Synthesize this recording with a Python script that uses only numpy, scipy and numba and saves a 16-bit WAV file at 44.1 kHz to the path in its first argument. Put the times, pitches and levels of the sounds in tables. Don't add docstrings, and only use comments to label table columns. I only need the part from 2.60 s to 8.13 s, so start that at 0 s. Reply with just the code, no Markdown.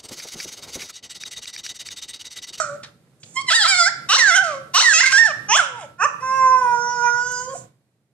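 import sys
import numpy as np
from scipy import signal
from scipy.fft import rfft, irfft
from scipy.io import wavfile
from scipy.ndimage import uniform_filter1d, minimum_filter1d
from numba import njit

SR = 44100
rng = np.random.default_rng(int(sys.argv[2]) if len(sys.argv) > 2 else 0)


def pcm_store(signal):
    levels = np.round(np.clip(np.atleast_2d(signal), -1, 1) * 32767)
    wavfile.write(sys.argv[1], SR, levels.astype(np.int16).T)


def field_ratio(decibels):
    return 10 ** (np.asarray(decibels, dtype=float) / 20)


N = 243873
TIME = np.arange(N) / SR
HZ = np.arange(N // 2 + 1) * SR / N


def on_log(table, hz):
    f, v = np.transpose(table)
    return np.interp(np.log(np.maximum(hz, 1)), np.log(f), v)


def unit(x):
    return x / np.sqrt(np.mean(x ** 2))


def band(x, hz, width_hz):
    return irfft(rfft(x) / (1 + ((HZ - hz) / width_hz) ** 2), N)


def walk(rate_hz):
    k = int(SR / rate_hz)
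    steps = np.repeat(rng.standard_normal(N // k + 1), k)
    return unit(uniform_filter1d(uniform_filter1d(steps, k), k)[:N])


def loudness(x, seconds):
    keep = np.exp(-1 / (seconds * SR))
    return np.sqrt(signal.lfilter([1 - keep], [1, -keep], np.mean(x ** 2, axis=0), zi=[1e-3])[0])


# [f/Hz, level/dB]
YELP = [(820, -22), (1400, -14.5), (1900, -15), (2300, -20.5), (2870, -3), (3350, -18), (3880, -5),
        (4200, -12.5), (4450, -7.5), (5150, -17.5), (5700, -0.5), (6150, -12.5), (6650, -19.5),
        (7600, -15.5), (8950, -24.5), (13000, -49.5)]
YELP_UP = [(940, -27.5), (1600, -11.5), (2200, -23), (2600, -5), (3330, -20.5), (3900, -37), (4700, -28.5),
           (5400, -11), (6250, 2), (6900, -43), (9970, -48), (11200, -86), (22000, -120)]
YELP_RAISED = [(940, -18.5), (1600, -14.5), (2100, -8.5), (2600, -15), (3400, -6), (3900, -35.5),
               (4700, -26.5), (5300, -12.5), (6100, -20.5), (6700, -10), (7700, -16.5), (9970, -26.5),
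               (11200, -90), (22000, -120)]
YELP_SHUT = [(820, -15.5), (1400, 6), (1820, -3), (2140, -37), (2560, -4.5), (3140, -41.5), (3800, -56),
             (5740, -18), (7520, -25.5), (9670, -45.5), (12000, -80.5), (15600, -114), (22000, -120)]
WHINE = [(1060, -28), (1850, 5), (2500, -27), (3500, -18), (5200, -9.5), (6500, -6), (7400, 1),
         (8500, -15.5), (11000, -45)]
YOWL = [(1180, -37), (2000, 12.5), (2620, -5.5), (3370, -5), (4400, 1.5), (5810, 3), (6570, 3.5),
        (9780, -15.5), (11800, -21.5), (14000, -65)]
YOWL_WIDE = [(1180, -25), (2000, -2), (2750, -14.5), (3300, -0.5), (3800, -2), (5300, -5), (6300, -15),
             (7600, -6.5), (8600, -21.5), (10200, -18), (11000, -44.5), (12500, -74)]
YOWL_FRONT = [(1180, -24.5), (2500, -47), (3150, -17.5), (4200, -9), (4980, 0.5), (5530, 4.5), (5950, -16),
              (7000, -3.5), (8200, -15.5), (9200, -23.5), (11100, -47), (12500, -71)]
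YOWL_HARSH = [(1180, -28.5), (2100, 4.5), (2600, -16.5), (3100, 1.5), (3600, -4.5), (4300, -18.5),
              (5600, -3.5), (6400, -4), (7500, -12.5), (9780, -14), (12000, -52.5)]
YOWL_LOW = [(1180, -21), (2000, -2.5), (2620, 11), (3300, -4), (4000, -4), (4600, -6), (5250, 6),
            (5900, -5), (6500, 4), (7200, -3), (9780, -20), (11800, -40), (14000, -68.5)]
YOWL_PEAL = [(1180, -34), (2400, 3), (2980, -4), (3600, -15), (4600, -10.5), (5500, 2), (6500, -8),
             (7300, -8), (9920, -21), (11500, -72.5)]
HOWL = [(1060, -40.5), (1800, -7), (2600, -7.5), (2930, -25.5), (4270, -28), (5740, -5), (6100, -12.5),
        (7390, -16), (7990, -25.5), (9100, -17), (11500, -44.5), (14400, -26)]
HOWL_LEVEL = [(1060, -39), (1900, -10), (2400, -25), (2930, -21), (3400, -27), (4270, -23.5), (5300, -5),
              (5740, 0.5), (6300, -3), (7390, -16), (7990, -27.5), (9100, -45.5), (11500, -37.5),
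              (14400, -32.5)]
HOWL_OPEN = [(1060, -29), (1900, -5), (2420, -3), (2930, -17), (4270, -22), (5740, 1), (6100, 6),
             (7390, -23), (7990, -34), (9100, -31), (11500, -34), (14400, -32)]
HOWL_CLOSING = [(1060, -26), (1800, -2), (2510, -52), (2930, -14), (3230, -13), (3430, -22), (4010, -28.5),
                (4860, -2), (5490, -16.5), (7070, 6), (8490, -25), (14400, -32)]
# [t/s, pitch f/Hz, level/dB, overtone number the throat rings on, bright edge level/dB]
FADING = [(0.0, 656, -20, 1.8, -29), (.024, 605.6, -36.5, 1.7, -33.5), (.078, 580, -41, 1.5, -44),
          (.1, 569.5, -33.5, 1.4, -48.5), (.15, 580, -35.5, 1.3, -55), (.2, 606, -45.5, 1.2, -60)]
CHIRP = [(.755, 1035, -38, 1.8, -52), (.769, 1043, -17, 3.8, -25), (.8, 1096, -28.5, 2, -40.5),
         (.822, 1142, -47.5, 1, -34)]
SLIDE = [(.875, 1017, -50, 2, -42), (.887, 1018, -18, 2.58, -25), (.9, 968, -25, 2.47, -24.5),
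         (.906, 663.7, -24, 2.4, -18.5), (.92, 652.4, -23, 2.23, -15)]
ARCH = [(.94, 880, -20, 2.38, -23.5), (.955, 972, -26.5, 2.6, -14.5), (.993, 887, -20.5, 1.85, -26),
        (1.03, 792, -28.5, 1.58, -19.5), (1.045, 682, -22.5, 2.6, -27.5), (1.055, 632, -17.5, 2.2, -21.5)]
WARBLE = [(1.08, 779, -29, 2.64, -22.5), (1.095, 798, -27.5, 2.4, -18), (1.131, 755, -19, 2.9, -26),
          (1.155, 705.4, -27, 2.5, -24.5), (1.175, 730, -27.5, 2.8, -24), (1.207, 686, -15, 2.06, -18.5),
          (1.25, 675.7, -22.5, 2.67, -23), (1.283, 825, -19, 2.03, -25), (1.3, 1071, -34, 1.74, -54)]
FALL = [(1.573, 1079, -31.5, 1.39, -30.5), (1.585, 1066, -18.5, 1.67, -9.5), (1.6, 986, -20.5, 1.82, -19),
        (1.655, 836, -16, 2, -31), (1.7, 739, -17.5, 2.37, -23)]
HOOK = [(1.716, 665.6, -20.5, 2.52, -26), (1.745, 706.4, -18.5, 2.57, -26.5),
        (1.765, 810, -20.5, 1.83, -17), (1.787, 738, -15.5, 1.84, -26.5)]
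DROOP = [(1.82, 798, -23, 1.7, -59.5), (1.84, 695, -26.5, 1.64, -33.5), (1.95, 544, -31.5, 1.53, -45),
         (2.06, 529, -57.5, 0.92, -73.5)]
SECOND_FALL = [(2.224, 1107, -36.5, 1.69, -17.5), (2.245, 989.3, -19.5, 1.74, -21.5),
               (2.271, 944, -16, 1.96, -23.5), (2.332, 781, -18, 2.18, -25)]
REBOUND = [(2.337, 653.3, -24.5, 2.49, -16.5), (2.37, 635.3, -21, 2.65, -16), (2.4, 714.4, -22, 2.48, -17),
           (2.412, 996, -16.5, 2.31, -23), (2.432, 1073, -26.5, 1.43, -31.5)]
CRACK = [(2.436, 535, -20, 3.5, -22.5), (2.444, 525, -15, 2.75, -23.5), (2.454, 513, -28, 3, -26),
         (2.464, 557, -28.5, 2.74, -16), (2.476, 518, -30, 2.65, -21), (2.498, 539.5, -35.5, 3.1, -32),
         (2.514, 530, -35.5, 1.91, -27.5), (2.524, 517, -32, 2, -16)]
PEAL = [(2.528, 787, -18.5, 2.26, -22), (2.572, 811, -14.5, 2.05, -24), (2.585, 913.6, -9, 2.35, -11.5),
        (2.623, 924.6, -16, 1.89, -40), (2.66, 879.6, -15.5, 1.785, -26.5), (2.676, 779, -26, 1.7, -31.5),
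        (2.687, 680, -28, 1.59, -41), (2.697, 632, -32.5, 1.57, -40.5), (2.72, 570, -25.5, 1.65, -35)]
WHIMPER = [(3.0, 713.3, -13.5, 2.32, -30), (3.03, 575.3, -38.5, 1.5, -36.5), (3.08, 540.2, -46, 1.5, -45),
           (3.126, 493.3, -43.5, 1.58, -62.5), (3.176, 475.8, -36.5, 1.9, -50.5),
           (3.214, 373.6, -44, 2.3, -44.5), (3.244, 290.2, -36.5, 2.52, -51),
           (3.26, 273.1, -42.5, 2.25, -51)]
GULP = [(3.459, 595, -13.5, 2.5, -34), (3.48, 598.5, -30, 1.9, -47.5)]
HOWL_RISE = [(3.61, 496, -43, 1.37, -44.5), (3.621, 512, -39.5, 1.87, -50.5),
             (3.629, 519.8, -27, 2.38, -47), (3.76, 529.2, -23.5, 2.376, -42),
             (3.88, 518.2, -13.5, 2.235, -41), (3.955, 515, -13.5, 2.21, -45), (3.984, 510, -26, 2.45, -43),
             (4.067, 487.2, -19, 2.33, -49), (4.13, 478.8, -19.5, 2.365, -47)]
HOWL_HOLD = [(4.22, 479.5, -25.5, 2.55, -42), (4.35, 485.8, -27.5, 2.45, -41), (4.41, 479, -25, 2.78, -40)]
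HOWL_FLARE = [(4.45, 485.2, -19, 2.38, -41), (4.48, 479.2, -19, 2.58, -38.5)]
HOWL_EBB = [(4.53, 482.2, -25.5, 2.9, -40), (4.59, 483.7, -24, 3.5, -41.5), (4.686, 494.3, -32, 3.8, -39),
            (4.8, 495.5, -32.5, 2.7, -36.5), (4.85, 511.4, -43.5, 2.15, -37.5),
            (4.882, 506.5, -30.5, 1.45, -47)]
HOWL_END = [(4.906, 548, -38.5, 1.8, -40), (4.936, 531.5, -33, 1.57, -48), (4.941, 534, -29, 1.22, -55),
            (4.945, 720, -52, 1.83, -50), (4.955, 716, -30, 0.96, -46), (4.975, 673, -54, 1.13, -44)]
THROAT_Q = [2, 0.86, 2.7, 14, 3.3, 9.4, 4.5, 16, 31, 12, 12, 36, 3.3, 5.2, 4.3, 1.8, 4.45, 1.85, 1.76]


def voicing():
    voiced = [
        (FADING, WHINE, WHINE, .06, .9),
        (CHIRP, YOWL_WIDE, YOWL_WIDE, .04, .08),
        (SLIDE, YOWL_WIDE, YOWL_WIDE, .05, .05),
        (ARCH, YOWL_WIDE, YOWL_WIDE, .015, .03),
        (WARBLE, YOWL_WIDE, YOWL_FRONT, .015, .02),
        (FALL, YELP, YOWL, .14, .05),
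        (HOOK, YOWL_HARSH, YOWL_HARSH, .04, .2),
        (DROOP, YOWL, YOWL, .5, .75),
        (SECOND_FALL, YOWL, YOWL, .07, .03),
        (REBOUND, YOWL_LOW, YOWL_LOW, .015, .05),
        (CRACK, YOWL, YOWL, .4, .55),
        (PEAL, YOWL_PEAL, YOWL_PEAL, .015, .12),
        (WHIMPER, YELP_RAISED, YELP_RAISED, .7, .8),
        (GULP, YELP_SHUT, YELP_SHUT, .5, .6),
        (HOWL_RISE, HOWL, HOWL, .03, .01),
        (HOWL_HOLD, HOWL_LEVEL, HOWL_LEVEL, .008, .008),
        (HOWL_FLARE, HOWL_OPEN, HOWL_OPEN, .008, .008),
        (HOWL_EBB, HOWL_LEVEL, HOWL_CLOSING, .008, .02),
        (HOWL_END, HOWL_CLOSING, HOWL_CLOSING, .25, .8),
    ]
    return [(*v, q) for v, q in zip(voiced, THROAT_Q)]


# [share of length 0-1, level/dB, edge level/dB]
SCOOP_SWELL = [(0, -21, -13), (.15, -5.5, -7), (.6, -1.5, -3), (1, -8, -3.5)]


def scoop(start_s, length_s, from_hz, to_hz, db, throat_hz, edge_db, swell_db):
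    bend, catch_overtone = 2.1, 1.7
    u = np.linspace(0, 1, 12)
    hz = from_hz * (to_hz / from_hz) ** u ** bend
    share, level_db, edge_level_db = np.transpose(SCOOP_SWELL)
    tilt_db = swell_db * (u - .5)
    level = db + tilt_db + np.interp(u, share, level_db)
    edge = edge_db + tilt_db + np.interp(u, share, edge_level_db)
    return np.transpose([start_s + length_s * u, hz, level, np.maximum(throat_hz / hz, catch_overtone), edge])


# [t/s, length/s, from f/Hz, to f/Hz, level/dB]
SCOOPS = [(1.485, 0.083, 375, 941.7, -19), (2.134, 0.078, 345, 864.7, -16.5),
          (2.885, .093, 405, 888, -16.5), (3.385, 0.064, 350, 576, -20)]
# [resonance f/Hz, bright edge level/dB, Q, extra swell/dB]
SCOOP_THROAT = [(1359, -15.5, 4.3, 1), (1250, -13, 5, 0.7), (1022, -16.5, 9.1, 3), (1274, -35, 3.18, 17.5)]


def syllables():
    air = .045
    mouths = [(YELP, YELP), (YELP, YELP), (YELP_UP, YELP_RAISED), (YELP_SHUT, YELP_SHUT)]
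    said = voicing()
    for row, (hz, edge_db, q, swell_db), mouth in zip(SCOOPS, SCOOP_THROAT, mouths):
        said.append((scoop(*row, hz, edge_db, swell_db), *mouth, air, air, q))
    return sorted(said, key=lambda v: v[0][0][0])


def throat(db, overtone, q):
    r = np.arange(1, 4)[:, None] / overtone
    power = 1 / ((1 - r ** 2) ** 2 + (r / q) ** 2) ** 2
    return db + 10 * np.log10(power / power.sum(axis=0))


# [start t/s, end t/s, depth 0-1]
FOLDS = [(0.902, 0.93, 0), (1.058, 1.078, 0.58), (1.581, 1.601, 0.3), (2.21, 2.24, 0.15)]


def voice(hz, low_db, top_db, air_at, mouth_at):
    spans = [(depth, 1. * (TIME > a) * (TIME < b)) for a, b, depth in FOLDS]
    broken = uniform_filter1d(sum(on for _, on in spans), size=600)
    doubling = uniform_filter1d(sum(depth * on for depth, on in spans), size=300)
    air = np.minimum(np.interp(TIME, *np.transpose(air_at)) + .25 * broken, .95)
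    rasp = .006 + .25 * air ** 2
    phase = 2 * np.pi * np.cumsum(hz * (1 + 0.002 * walk(40))) / SR
    phase = phase + rasp * 0.11 * walk(450)
    low = sum(field_ratio(db) * np.sqrt(2) * np.cos((k + 1) * phase + k) for k, db in enumerate(low_db))

    shapes = [YOWL, YOWL_WIDE, YOWL_FRONT, YOWL_PEAL, YOWL_HARSH, YOWL_LOW, HOWL_OPEN, HOWL_LEVEL,
              WHINE, YELP, YELP_UP, YELP_RAISED, YELP_SHUT, HOWL, HOWL_CLOSING]
    mouth_s = [s for s, _ in mouth_at]
    held = [np.interp(TIME, mouth_s, [m is shape for _, m in mouth_at]) for shape in shapes]
    tones, power = 0, 1e-12
    for k in range(4, 30):
        f = k * hz[::8]
        shape_db = sum(w[::8] * on_log(shape, f) for w, shape in zip(held, shapes))
        gain = field_ratio(shape_db) * (f < SR / 3) / (1 + (f / 11000) ** 6)
        power = power + gain ** 2 / 2 * (f > 3000) * (f < 10000)
        clear = (1 - air) ** ((k * hz / 3500) ** 2) * field_ratio(2.8 * walk(30))
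        tones = tones - np.repeat(gain, 8)[:N] * clear * np.cos(k * phase + rng.uniform(0, 2.2))
    tones = tones / np.sqrt(np.repeat(uniform_filter1d(power, size=100), 8)[:N])

    white = rfft(rng.standard_normal(N))
    hiss = sum(w * unit(irfft(white * field_ratio(on_log(shape, HZ)) * HZ ** .1, N))
               for w, shape in zip(held, shapes))
    hiss = hiss * (1 + 1.22 * np.cos(phase))
    top = field_ratio(top_db) * (tones + np.sqrt(.55 * air) * hiss)
    shimmer = 1 + rasp * 0.81 * walk(600) + doubling * 1.2 * np.cos(phase / 2)
    cry = (low + top) * shimmer / np.sqrt(1 + rasp ** 2 + doubling ** 2)
    return signal.sosfilt(signal.butter(6, 480, "high", fs=SR, output="sos"), cry)


# [start t/s, end t/s, attack/s, release/s]
CALLS_AT = [(-.1, 0.174, .01, 0.021), (0.744, 0.822, 0.057, 0.0093), (0.862, 1.295, 0.0082, 0.028),
            (1.487, 2.073, 0.004, 0.03), (2.133, 2.716, 0.015, 0.017), (2.883, 3.263, 0.006, .02),
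            (3.38, 3.467, 0.0076, 0.027), (3.601, 4.967, 0.018, 0.019)]


def breath():
    return sum(np.clip((TIME - a) / up, 0, 1) * np.clip((b - TIME) / down + .5, 0, 1)
               for a, b, up, down in CALLS_AT)


def cry():
    said = syllables()
    s, *columns = np.transpose(np.concatenate([v[0] for v in said]))
    air_at, mouth_at, q_at = [], [], []
    for rows, mouth_start, mouth_end, air_start, air_end, q in said:
        start_s, end_s = rows[0][0], rows[-1][0]
        air_at += [(start_s, air_start), (end_s, air_end)]
        mouth_at += [(start_s, mouth_start), (end_s, mouth_end)]
        q_at += [(start_s, q), (end_s, q)]
    throat_q = np.interp(TIME, *np.transpose(q_at))
    lag_samples = (60, 250, 250, 250)
    hz, db, overtone, top_db = (uniform_filter1d(np.interp(TIME, s, c), size=n)
                                for c, n in zip(columns, lag_samples))
    return voice(hz, throat(db, overtone, throat_q), top_db, air_at, mouth_at) * breath()


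# [t/s, level/dB]
SNIFF = [
    [(0.6, -58), (0.736, -57.5), (0.76, -42.5)],
    [(4.93, -53.5), (4.978, -47.5), (5.1, -81.5)],
]


def sniff():
    first, last = SNIFF
    gap = [(first[-1][0] + 0.052, -120), (last[0][0] - .05, -120)]
    s, db = np.concatenate([first, gap, last]).T
    hiss = unit(band(band(rng.standard_normal(N), 7000, 1400), 7300, 2500))
    return hiss * field_ratio(np.interp(TIME, s, db, -120, -120) + 5.5)


# [t/s, peak level/dB, brightness f/Hz, ring/s]
CLAWS = [(0.2296, -20.5, 3960, 0.11), (0.231, -27.5, 1500, 0.17), (0.231, -26, 5500, .06),
         (0.469, -38.5, 1480, 0.043), (0.53, -39.5, 1500, 0.037), (0.6302, -12.5, 4000, 0.03),
         (5.377, -67, 2150, 0.03)]
# [t/s, peak level/dB, brightness f/Hz, ring/s]
TONGUE = [(4.715, -21, 7900, 0.038), (4.665, -34, 7200, .05), (2.139, -24, 12500, .14),
          (1.49, -29, 12500, .09)]


def claws():
    out = np.zeros(N)
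    for s, db, hz, ring_s in [*CLAWS, *TONGUE]:
        age = np.maximum(TIME - s, 0)
        burst = unit(band(band(rng.standard_normal(N), hz, .6 * hz), hz, .7 * hz))
        decay = np.minimum(age / .005, 1) * 1000. ** (-age / ring_s)
        out += field_ratio(db - 13.5) * burst * (TIME > s) * decay
    return out


# [left delay/s, right delay/s, level/dB]
ECHOES = [(.0021, 0.0034, -9), (.0047, 0.0037, -12.5), (.0083, 0.012, -13.5)]


def echoes(x):
    x = signal.sosfilt(signal.butter(2, 1200, "high", fs=SR, output="sos"), x)

    def late(s):
        return np.interp(TIME - s, TIME, x, 0, 0)

    return sum(field_ratio(db) * np.array([late(left), late(right)]) for left, right, db in ECHOES)


# [f/Hz, level/dB, t60/s]
STANDING = [(1050, -8, 0.17), (1331, 3, 1), (1860, -0.5, 0.47), (5230, -6, 0.32)]


def standing(x):
    out = 0
    for hz, db, t60_s in STANDING:
        r = 1000. 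** (-1 / (t60_s * SR))
        poles = [1, -2 * r * np.cos(2 * np.pi * hz / SR), r * r]
        out = out + field_ratio(db + 4.0) * signal.lfilter([1 - r, 0, r - 1], poles, x)
    return out


@njit
def walls(x, lags, gain, damp):
    line, soft, out = np.zeros((8, 4096)), np.zeros(8), np.zeros((2, len(x)))
    for i in range(len(x)):
        total = 0.
        for k in range(8):
            soft[k] += (1 - damp) * (gain[k] * line[k, (i - lags[k]) & 4095] - soft[k])
            total += soft[k]
            out[k % 2, i] += soft[k]
        for k in range(8):
            line[k, i & 4095] = x[i] * (1 - 2 * (k // 2 % 2)) + soft[k] - total / 4
    return out


def tiled_room(x):
    t60_s, damp, level_db = 0.59, 0.29, -11.5
    lags = rng.integers(350, 2400, 8)
    return field_ratio(level_db) * walls(x + 1e-18, lags, field_ratio(-60 * lags / SR / t60_s), damp)


def earlier_call():
    ring = unit(band(band(rng.standard_normal(N), 1365, 130), 1400, 170))
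    return ring * field_ratio(-23 - 123 * TIME)


# [f/Hz, level/dB per Hz]
TONE = [(15, -73), (25, -35.5), (85, -13.5), (127, 2), (274, -10.5), (322, -10), (377, -13.5), (467, -12.5),
        (957, -23), (8720, -33.5), (11700, -37.5), (14400, -39.5)]
# [f/Hz, share 0-1]
TONE_ALIKE = [(25, .7), (60, .9), (130, 0.92), (280, 0.95), (620, .9), (1350, .3), (2950, 0.05), (14000, 0)]
# [f/Hz, level/dB]
MOTOR = [(121, -59.5), (145, -67)]


def room_tone():
    alike = np.clip(on_log(TONE_ALIKE, HZ), 0, 1)
    mid, side = (rfft(rng.standard_normal(N)) * field_ratio(on_log(TONE, HZ)) for _ in range(2))
    pair = irfft(mid * np.sqrt(1 + alike) + side * np.sqrt(1 - alike) * np.array([[1], [-1]]), N)
    hum = sum(field_ratio(db + walk(10.0)) * np.sin(2 * np.pi * hz * TIME) for hz, db in MOTOR)
    return unit(pair) * field_ratio(-47.5 + 1.5 * walk(3)) + hum


# [t/s, left minus right level/dB]
SWING = [(0.0, -6), (3.2, -3), (3.85, -2.5), (4.68, -6), (5.0, -6)]


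def scene():
    pup = cry() + sniff() + claws()
    turn = field_ratio((np.interp(TIME, *np.transpose(SWING)) + 2.5) * 0.65)
    near = field_ratio(2.0) * pup * np.array([turn, 1 / turn])
    near = near + echoes(pup) + standing(pup) + tiled_room(pup) + earlier_call()
    duck = 1 + loudness(np.diff(near, prepend=0) * 3, 0.025) / field_ratio(-18.5)
    tone = room_tone()
    deep = signal.sosfilt(signal.butter(2, 170, fs=SR, output="sos"), tone)
    return near + deep / duck ** 0.16 + (tone - deep) / duck ** 0.6


# [f/Hz, left minus right level/dB]
PORT_DB = [(60, -6), (110, -3.5), (200, -0.5), (370, 1.5), (680, -0.5), (1240, -6.5), (2270, -8), (4170, 9),
           (7640, -11), (9500, -12.5), (11500, -12.5), (14000, 5)]


def two_ports(dry):
    lead_s = 6e-5
    hz = np.arange(N + 1) * SR / (2 * N)
    half = field_ratio(on_log(PORT_DB, hz) / 2) * np.exp(1j * np.pi * hz * lead_s)
    return irfft(rfft(dry, 2 * N) * np.array([half, 1 / half]), 2 * N)[:, :N]


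def gate(x):
    threshold_db, depth_db, hush_s, hush_db = -28, 11, 5.07, -7
    shut = 1 / (1 + (loudness(np.diff(x, prepend=0) * 8, 0.054) / field_ratio(threshold_db)) ** 4)
    hush = np.clip((TIME - hush_s) / 0.061 + .5, 0, 1)
    return x * field_ratio(-depth_db * shut + hush_db * hush)


def limiter(x):
    ceiling = .92
    room = np.minimum(1, ceiling / np.maximum(np.abs(x).max(axis=0), 1e-9))
    return x * uniform_filter1d(minimum_filter1d(room, size=300), size=300)


# [f/Hz, level/dB]
STARVE = [(100, -15), (250, -21), (500, -19.5), (700, -24), (3000, -26), (7900, -20), (9000, -17.5),
          (11000, -27), (14000, -20)]
# [f/Hz, level/dB]
DEAD_ZONE = [(500, -30), (2000, -20), (7500, -17), (9000, -9), (14000, -6)]


def starve(x):
    scatter_db, lead = 3, 600
    how = dict(fs=SR, window="cosine", nperseg=2048, noverlap=1024)
    f, _, z = signal.stft(np.pad(x, ((0, 0), (lead, 0))), **how)
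    power = np.mean(np.abs(z) ** 2, axis=0) + 1e-20
    busy = np.exp(np.log(power[(f > 1000) & (f < 8000)]).mean(axis=0))
    edges = np.r_[0:40:4, 40:120:8, 120:1025:16]
    width = np.diff(np.r_[edges, len(f)])
    bands = np.add.reduceat(power, edges) / width[:, None]
    floor_db = on_log(STARVE, f[edges] + f[width] / 2)[:, None]
    floor_db = floor_db + scatter_db * rng.standard_normal(bands.shape)
    keep = np.repeat(bands > busy * field_ratio(2 * floor_db), width, axis=0)
    alive = power > np.repeat(bands, width, axis=0) * field_ratio(2 * on_log(DEAD_ZONE, f))[:, None]
    return signal.istft(z * alive * keep, **how)[1][:, lead:lead + N]


def roll_off(x):
    return signal.sosfilt(signal.butter(12, 14600, fs=SR, output="sos"), x)


def record(dry):
    mix = starve(limiter(gate(two_ports(dry))))
    return roll_off(mix)


dry = scene()
out = record(dry)
pcm_store(out)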